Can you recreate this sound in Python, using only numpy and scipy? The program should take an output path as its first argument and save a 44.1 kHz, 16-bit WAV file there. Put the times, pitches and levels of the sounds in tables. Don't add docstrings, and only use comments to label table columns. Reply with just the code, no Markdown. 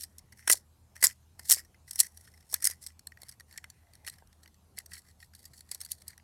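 import sys
import numpy as np
from scipy import signal
from scipy.fft import rfft, irfft
from scipy.io import wavfile
from scipy.ndimage import uniform_filter1d

SR = 44100
rng = np.random.default_rng(int(sys.argv[2]) if len(sys.argv) > 2 else 0)


def to_wav(s):
    ch = np.atleast_2d(s).T
    pcm = np.round(np.clip(ch, -1, 1) * 32767)
    wavfile.write(sys.argv[1], SR, pcm.astype(np.int16))


N = 274743


def gain_of(db):
    return 10 ** (np.asarray(db) / 20)


def evened(x):
    return x / np.sqrt(np.mean(x ** 2) + 1e-20)


def read(points, hz):
    point_hz, value = np.transpose(points)
    return np.interp(np.log(hz + 1), np.log(point_hz + 1), value)


def add(mix, start_s, sound):
    part = mix[max(round(start_s * SR), 0):][:len(sound)]
    part += sound[:len(part)]


def ring(part, at_s, size=768, spread_db=3, pitch_spread=.045):
    cube_modes = {"edges": [(7155, -4, .004), (8237, 1.5, .006), (8994, 2, .004), (10360, 1.5, 0.0034),
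                  (10450, -4, 0.0046), (11870, -1.5, .004), (13700, -10.5, 0.0053), (13900, -8, 0.0018)],
                  "walls": [(3560, 0, 0.0014), (4496, 10, 0.01), (5373, 16, .008), (5648, -10, 0.0026)],
                  "cavity": [(1780, -8.5, 0.013), (1936, 2, 0.02), (2220, -3.5, 0.0036),
                  (2920, -6.5, 0.0046)], "case": [(407, -5, 0.0014), (780, 5.5, 0.012), (1030, 0, 0.032),
                  (1570, 2.5, 0.021)]}
    # time in seconds, boost in dB.
    grip = [(2.9, -4.5), (3.1, 2.5), (5.7, 9.5)]
    hz, db, t60_s = np.transpose(cube_modes[part])[:, :, None]
    level_chance, pitch_chance = rng.standard_normal((2, len(hz), 1))
    t = np.arange(size) / SR
    db = db + spread_db * level_chance
    if part == "walls":
        db[1] += np.interp(at_s, *np.transpose(grip))
    mode_hz = hz * (1 + pitch_spread * pitch_chance)
    decay = gain_of(db - 60 * t / np.maximum(t60_s, .001))
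    modes = (decay * np.sin(2 * np.pi * mode_hz * t)).sum(0)
    highpass = signal.butter(4, .75 * hz.min(), "high", fs=SR, output="sos")
    return signal.sosfilt(highpass, modes)


def clicks(contacts_per_s=9000, swell_ms=3.2, swell_db=30, chatter_fall_db=11, snap=1.3):
    # crest in seconds, level of the bright edges in dB, cavity re edges in dB,
    # chatter in ms (time to fall by chatter_fall_db).
    click_rows = [(.01, -37.5, -21, 1.3), (.0344, -33, -17.5, 6.9), (.0392, -39.5, -14.5, 0.63),
                  (0.0474, -50, -11, 0.82), (.184, -42, -46, 1.1), (0.1912, -49.5, -12.5, 3.5),
                  (0.3233, -50.5, 1, 14), (.3936, -59.5, 7.5, 1.3), (.4258, -64.5, 9, 8),
                  (0.4772, -20.5, -3, 3.5), (.4994, -11, -5.5, 5.3), (0.506, -32, -8, 4.5),
                  (0.5154, -12, -24, 4.3), (.525, -11.5, -24, 5.1), (0.5315, -16, -23, 4),
                  (0.555, -40, -15, 3), (0.965, -48.5, 3, 2.1), (1.027, -21, -0.5, 2.9),
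                  (1.041, -10, -11, 1.4), (1.045, -10, -17.5, 5.2), (1.0562, -19, -28, .6),
                  (1.06, -30, -4, 2.9), (1.0692, -15, -26, 1.3), (1.092, -48, -8, 5.3),
                  (1.099, -46.5, 1.5, 7.2), (1.11, -52.5, 7.5, 5), (1.3953, -42, -6.5, 1.4),
                  (1.4335, -55, -9, 2.2), (1.4955, -23, -24, 4.1), (1.4996, -14, -29, 1.6),
                  (1.504, -26, -9, 3.7), (1.51, -12, -20, 1.1), (1.5176, -10, -22.5, 1.1),
                  (1.523, -17, -19, 1.6), (1.5251, -13, -24, .8), (1.5276, -16, -31, 1.2),
                  (1.5321, -21, -24, 6), (1.5375, -19.5, -21, 2.7), (1.546, -26, -19, 1.5),
                  (1.5758, -43, -6, 9.6), (1.592, -40.5, -5, 9.1), (1.6487, -57, -4, 6.4),
                  (1.745, -69, 12.5, 4.2), (1.8786, -57, 5, 9.1), (1.911, -31, -22, 2.7),
                  (1.933, -40, -26, 4.3), (1.9581, -31.5, -17, 3.8), (1.983, -42, -19, 1.4),
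                  (1.989, -36, -17, 1.9), (1.9927, -22, -25, 1), (1.9955, -25, -25, 1.5),
                  (1.998, -22, -22, 2.2), (2.0021, -12, -28, 0.34), (2.0034, -11.5, -27, 1.2),
                  (2.0056, -16.5, -36, 3.7), (2.0074, -18, -16.5, 3.1), (2.0457, -45, -1, 7.7),
                  (2.1743, -44.5, -17.5, 2.4), (2.2495, -56.5, -7, 9.2), (2.2753, -64.5, 13.5, 7.6),
                  (2.318, -67.5, -14.5, 1.26), (2.339, -59.5, 4, 5), (2.377, -60, 0, 1.7),
                  (2.4088, -61.5, -5, 2.2), (2.4273, -65.5, 0.5, 1.7), (2.499, -51.5, -17, 4.6),
                  (2.5146, -50, -27, 5.4), (2.5267, -36.5, -21, 2.2), (2.53, -37, -25.5, 2.6),
                  (2.542, -17, -17.5, 3), (2.558, -49.5, 5, 9.4), (2.6239, -30, -11, 8.4),
                  (2.6432, -18, -26.5, 3.2), (2.647, -30, -18, 2.1), (2.6529, -15.5, -19.5, 5.7),
                  (2.6647, -24, -28, 5.7), (2.672, -15, -16, 1.7), (2.7004, -34.5, -12, 3.3),
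                  (2.711, -32.5, -9.5, 4.9), (2.7235, -51, 2.5, 6.9), (2.8392, -45.5, -29, 4.1),
                  (2.865, -35.5, -15, 1.6), (2.8693, -36, -28, 3.5), (2.884, -51.5, -10, 9.1),
                  (2.904, -64.5, 6.5, 2.1), (2.9941, -48, -11, 1.3), (3.0718, -35.5, -14.5, 1.4),
                  (3.121, -59.5, 14, 1.2), (3.1738, -62.5, 14, 1.26), (3.2186, -45, -14, 2.7),
                  (3.2334, -45, -9, 2.4), (3.2858, -48, -18, 1.8), (3.2918, -39.5, -13.5, 5.7),
                  (3.3145, -52, -17, 2.1), (3.3234, -51.5, -10.5, 3.7), (3.3992, -50, -0.5, 2.2),
                  (3.407, -50.5, 4, 1.6), (3.5111, -57, -1, 2.6), (3.5268, -51, -7, 3.1),
                  (3.5407, -60.5, 5, 1), (3.5603, -69, 18, 2.7), (3.5771, -35.5, -9, 2.3),
                  (3.5822, -53, 13, 1.5), (3.6426, -47.5, 7.5, 1.3), (3.7012, -44, -17, 3.3),
                  (3.936, -54, -10, 1.4), (3.9538, -53, -8, 1.9), (4.0487, -53.5, 4.5, 2.3),
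                  (4.066, -38, -5.5, 7.1), (4.0767, -38, 3.5, 0.77), (4.0825, -36, -4.5, 3.5),
                  (4.098, -38.5, -32, 2.8), (4.138, -54.5, -2.5, 4.6), (4.1846, -59.5, 1.5, 1.8),
                  (4.274, -61.5, -21.5, 0.92), (4.329, -61, -2.5, 2.9), (4.4335, -53, -7.5, 5.3),
                  (4.4595, -60, 8, 1.9), (4.477, -57, 0.5, 2.8), (4.5438, -62.5, -5, 2.5),
                  (4.7727, -47, -15.5, 4.6), (4.7805, -47, 8, 2.7), (4.7875, -31, -21, 1.8),
                  (4.8016, -60.5, 8.5, 3), (4.861, -45, -16.5, 3.6), (4.9186, -55.5, 12, 6.4),
                  (4.9346, -38, -9, 7.1), (4.9455, -55, 6, 5.4), (4.9532, -47, -7.5, 3.4),
                  (4.9673, -53.5, 4.5, 5.2), (5.087, -61, -5, 2.3), (5.1118, -62.5, -18.5, 3.3),
                  (5.203, -54.5, -2.5, 2.3), (5.227, -53.5, 8.5, 4.6), (5.3365, -57, 1, 4.3),
                  (5.351, -47, -17, 2.8), (5.4424, -56, -5, 2.6), (5.455, -42.5, -16.5, 4.4),
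                  (5.535, -53, -3, 7), (5.5784, -50, -19.5, 4.1), (5.6076, -45.5, -13.5, 3.5),
                  (5.6907, -61.5, -15.5, 1.4), (5.7148, -29, -19.5, 3.9), (5.7217, -44, -6.5, 3),
                  (5.7476, -34, -28, 2.9), (5.7557, -53, -3, 1.7), (5.8052, -39, -17, 4.1),
                  (5.814, -32.5, -18, 6.1), (5.8246, -55, -12, 3), (5.8494, -38, -28, 5.9),
                  (5.862, -46, -9, 1.9), (5.8888, -56, -6, 1.5), (5.9119, -42, -27, 4),
                  (5.9179, -25.5, -46, 2.9), (5.9274, -54, -8, 1.4), (6.0207, -51, -8, 1.6),
                  (6.081, -34, -39, 3.2), (6.1048, -52, -4, 5.2), (6.1312, -64.5, 10.5, 4.2),
                  (6.179, -50.5, -3.5, 1.1), (6.1996, -74, 15, 1.2)]
    walls_db, walls_per_edges_db, walls_per_cavity_db = -7.5, -.15, .1
    case_db, case_per_edges_db = -12.5, .21
    out = np.zeros(N)
    ms = np.arange(700) / SR * 1000 - swell_ms
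    for crest_s, edges_db, cavity_db, chatter_ms in click_rows:
        hit = rng.random(len(ms)) < contacts_per_s / SR
        contacts = rng.standard_normal(len(ms)) * hit
        contacts[np.argmin(abs(ms))] = snap
        rise_db = swell_db * ms / swell_ms
        fall_db = -chatter_fall_db * ms / max(chatter_ms, .3)
        contacts *= gain_of(np.where(ms < 0, rise_db, fall_db))
        re_edges_db = {
            "edges": 0,
            "walls": walls_db + walls_per_edges_db * edges_db + walls_per_cavity_db * cavity_db,
            "cavity": cavity_db,
            "case": cavity_db + case_db + case_per_edges_db * edges_db,
        }
        for part, part_db in re_edges_db.items():
            sound = signal.fftconvolve(contacts, ring(part, crest_s))
            crest = np.sqrt(sound @ sound / 100)
            add(out, crest_s - swell_ms / 1000, gain_of(edges_db + part_db) * sound / crest)
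    return out


def knocks():
    # start in seconds, peak in dB, push in ms.
    knock_rows = [(.477, -34.5, 0.85), (.499, -28, 2.14), (.542, -39, .35), (1.027, -36, 1.4),
                  (1.039, -30, 0.57), (1.393, -47.5, 0.67), (1.499, -35, 0.29), (1.568, -45, 1.3),
                  (1.958, -52, 0.76), (2.005, -40, 0.6), (2.532, -38, 0.22), (2.697, -48.5, 1.4),
                  (3.231, -48.5, 0.96), (4.223, -47, 0.59), (4.779, -52, 1.3), (5.719, -51, .9),
                  (5.753, -51.5, 0.68)]
    out, ms = np.zeros(N), np.arange(200) / SR * 1000
    for start_s, peak_db, push_ms in knock_rows:
        push = np.sin(np.pi * np.clip(ms / max(push_ms, .1), 0, 1)) ** 2
        sound = np.convolve(push, ring("case", start_s))
        add(out, start_s, gain_of(peak_db) * sound / abs(sound).max())
    return out


def shaking(t, build_db=32.5, settle_db_per_s=500.5):
    # start of the hold in seconds, level in dB,
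    # build-up in seconds (rise by build_db), hold in seconds, cavity re level in dB.
    strokes = [(0.003, -49, 0.15, 0.021, -20.5), (.08, -87.5, .05, 0.32, 7), (.1, -78, 0.044, 0.026, -14),
               (0.373, -57.5, 0.024, 0.016, -8.5), (0.423, -66.5, 0.037, 0.073, 1.5),
               (0.492, -30, 0.024, 0.022, -14), (0.536, -55, .02, 0.033, -12.5),
               (0.957, -54.5, 0.0083, 0.0098, 0), (1.014, -45.5, 0.015, 0.0092, -16),
               (1.038, -29.5, 0.018, 0.011, -11.5), (1.085, -56, 0.016, 0.023, -7.5),
               (1.392, -55.5, 0.016, 0.0044, -4.5), (1.454, -51, 0.032, 0.04, -14),
               (1.503, -28, 0.038, 0.024, -22), (1.569, -50.5, 0.03, 0.024, -2.5),
               (1.884, -55.5, .03, 0.093, -9.5), (1.997, -38.5, 0.014, 0.002, -12),
               (2.02, -51, 0.022, 0.044, -10.5), (2.159, -65, 0.09, 0.12, -11),
               (2.322, -73, 0.059, 0.14, -7), (2.511, -46, 0.045, 0.032, -17),
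               (2.545, -55, .02, 0.024, -3.5), (2.63, -45, .03, 0.072, -7.5), (2.717, -66, .02, 0.037, -6),
               (2.821, -52.5, 0.034, 0.014, -16), (2.883, -67, .02, 0.02, -11.5),
               (3.208, -67, .06, .12, -2.5), (3.493, -65.5, 0.034, 0.088, -3),
               (3.618, -82, 0.043, 0.49, 5.5), (3.944, -80.5, .03, 0.035, -4.5),
               (4.068, -48, 0.022, 0.0088, -11), (4.129, -73, .03, 0.078, 0.5),
               (4.302, -89.5, 0.041, 0.25, 1.5), (4.432, -73.5, .03, 0.035, -7.5),
               (4.774, -56, 0.021, 0.013, -3), (4.916, -56.5, 0.048, .07, -10),
               (5.049, -69.5, 0.043, 0.051, -4.5), (5.212, -63, 0.064, 0.029, -16),
               (5.36, -64, 0.035, 0.06, -14), (5.447, -66, .03, 0.026, -11),
               (5.544, -60, 0.044, 0.04, -15.5), (5.72, -59, 0.11, 0.03, -7),
               (5.8, -61.5, 0.049, 0.056, -10), (5.898, -54.5, 0.021, 0.029, -15),
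               (5.98, -68.5, .03, 0.045, -13), (6.089, -63.5, 0.053, 0.034, -4)]
    strength, hollow = np.full(N, 1e-6), np.full(N, 1e-6)
    for hold_at_s, db, build_s, hold_s, cavity_db in strokes:
        first = max(round((hold_at_s - build_s * 2) * SR), 0)
        near = slice(first, round((hold_at_s + hold_s + .2) * SR))
        late_s = t[near] - hold_at_s
        swell_db = build_db * np.minimum(late_s, 0) / max(build_s, .005)
        settle_db = settle_db_per_s * np.maximum(late_s - max(hold_s, 0), 0)
        shape = gain_of(db + swell_db - settle_db)
        strength[near] += shape
        hollow[near] += shape * gain_of(cavity_db)
    return strength, hollow / strength


def rattle(contacts_per_s=6000, uneven_db=3.0, clumpy_db=4.0, walls_db=-3, walls_power=0.085, spots=5):
    out, held = np.zeros(N), SR // 4
    strength, cavity = shaking(np.arange(N) / SR)
    clumps = uniform_filter1d(uniform_filter1d(rng.standard_normal(N), 200), 200)
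    uneven = np.minimum(rng.exponential(1, N), 5)
    contacts = gain_of(uneven_db * uneven + clumpy_db * evened(clumps))
    contacts *= rng.choice([-1., 1.], N) * (rng.random(N) < contacts_per_s / SR)
    contacts = evened(contacts) * strength
    spot = rng.integers(0, spots, N)
    shares = {"edges": np.ones(N), "walls": gain_of(walls_db) * cavity ** walls_power, "cavity": cavity}
    for part, share in shares.items():
        for at in range(0, N, held):
            now = slice(at, at + held)
            for k in range(spots):
                tap = ring(part, at / SR)
                on_spot = contacts[now] * share[now] * (spot[now] == k)
                add(out, at / SR, signal.oaconvolve(on_spot, tap / np.linalg.norm(tap)))
    return out


def room(x):
    # frequency in Hz, t60 in seconds.
    room_t60 = [(500, 0.28), (2000, 0.071), (6000, 0.14), (14000, 0.056)]
    taps = np.zeros(SR // 2)
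    at = np.arange(100, len(taps) - 20, 10)
    taps[at + rng.integers(0, 10, len(at))] = rng.choice([-1., 1.], len(at))
    hz, t, spectra = signal.stft(taps, SR, nperseg=256)
    decay = gain_of(-60 * t / read(room_t60, hz)[:, None])
    tail = signal.istft(spectra * decay, SR, nperseg=256)[1]
    return signal.fftconvolve(x, tail / np.linalg.norm(tail))[:N]


def hum(line_hz=77.8, line_db=-62, depth=0.18, throbs_per_s=5.4, crest_s=0.13):
    # centre in Hz, full width at half amplitude in Hz, level in dB rms.
    hum_bands = [(44, 15, -76.5), (84, 5.1, -69), (119.8, 2.5, -76.5), (198, 61, -76.5)]
    hz, t = np.fft.rfftfreq(N, 1 / SR), np.arange(N) / SR
    white = rfft(rng.standard_normal(N))
    out = np.zeros(N)
    for centre_hz, width_hz, db in hum_bands:
        band = irfft(white / (1 + (2 * (hz - centre_hz) / width_hz) ** 2), N)
        out += gain_of(db) * evened(band)
    throb = 1 + depth * np.cos(2 * np.pi * throbs_per_s * (t - crest_s))
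    return out + gain_of(line_db) * throb * np.sin(2 * np.pi * line_hz * t)


def air(level_db=-67, patchy_db=2.5):
    # frequency in Hz, relative density in dB per Hz.
    air_spectrum = [(59, -37), (100, -2), (150, -19), (308, -25), (547, -29), (662, -27.5), (784, -26.5),
                    (1520, -36), (2000, -39), (12000, -39), (16000, -45.5)]
    frames, hz = N // 256 + 5, np.fft.rfftfreq(1024, 1 / SR)
    real, imag, patches = rng.standard_normal((frames, 513, 3)).T
    patches = evened(uniform_filter1d(uniform_filter1d(patches, 10, 0), 12, 1))
    spectra = (real + 1j * imag) * gain_of(read(air_spectrum, hz)[:, None] + patchy_db * patches)
    noise = signal.istft(spectra, nperseg=1024, noverlap=768)[1][:N]
    return gain_of(level_db) * evened(noise)


def scene(room_db=-22):
    cube = clicks() + knocks() + rattle()
    return (cube + gain_of(room_db) * room(cube) + air() + hum())[None]


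def record(dry, edge_hz=16300):
    # frequency in Hz, gain in dB.
    mic_response = [(30, -11), (45, -1), (12500, 0), (16000, -9)]
    mic_gain = gain_of(read(mic_response, np.fft.rfftfreq(N, 1 / SR)))
    coloured = irfft(rfft(dry) * mic_gain, N)
    limited = coloured / (1 + coloured ** 12) ** (1 / 12)
    lowpass = signal.firwin(511, edge_hz, window=("kaiser", 9), fs=SR)
    return signal.oaconvolve(limited, lowpass[None], "same")


dry = scene()
out = record(dry)
to_wav(out)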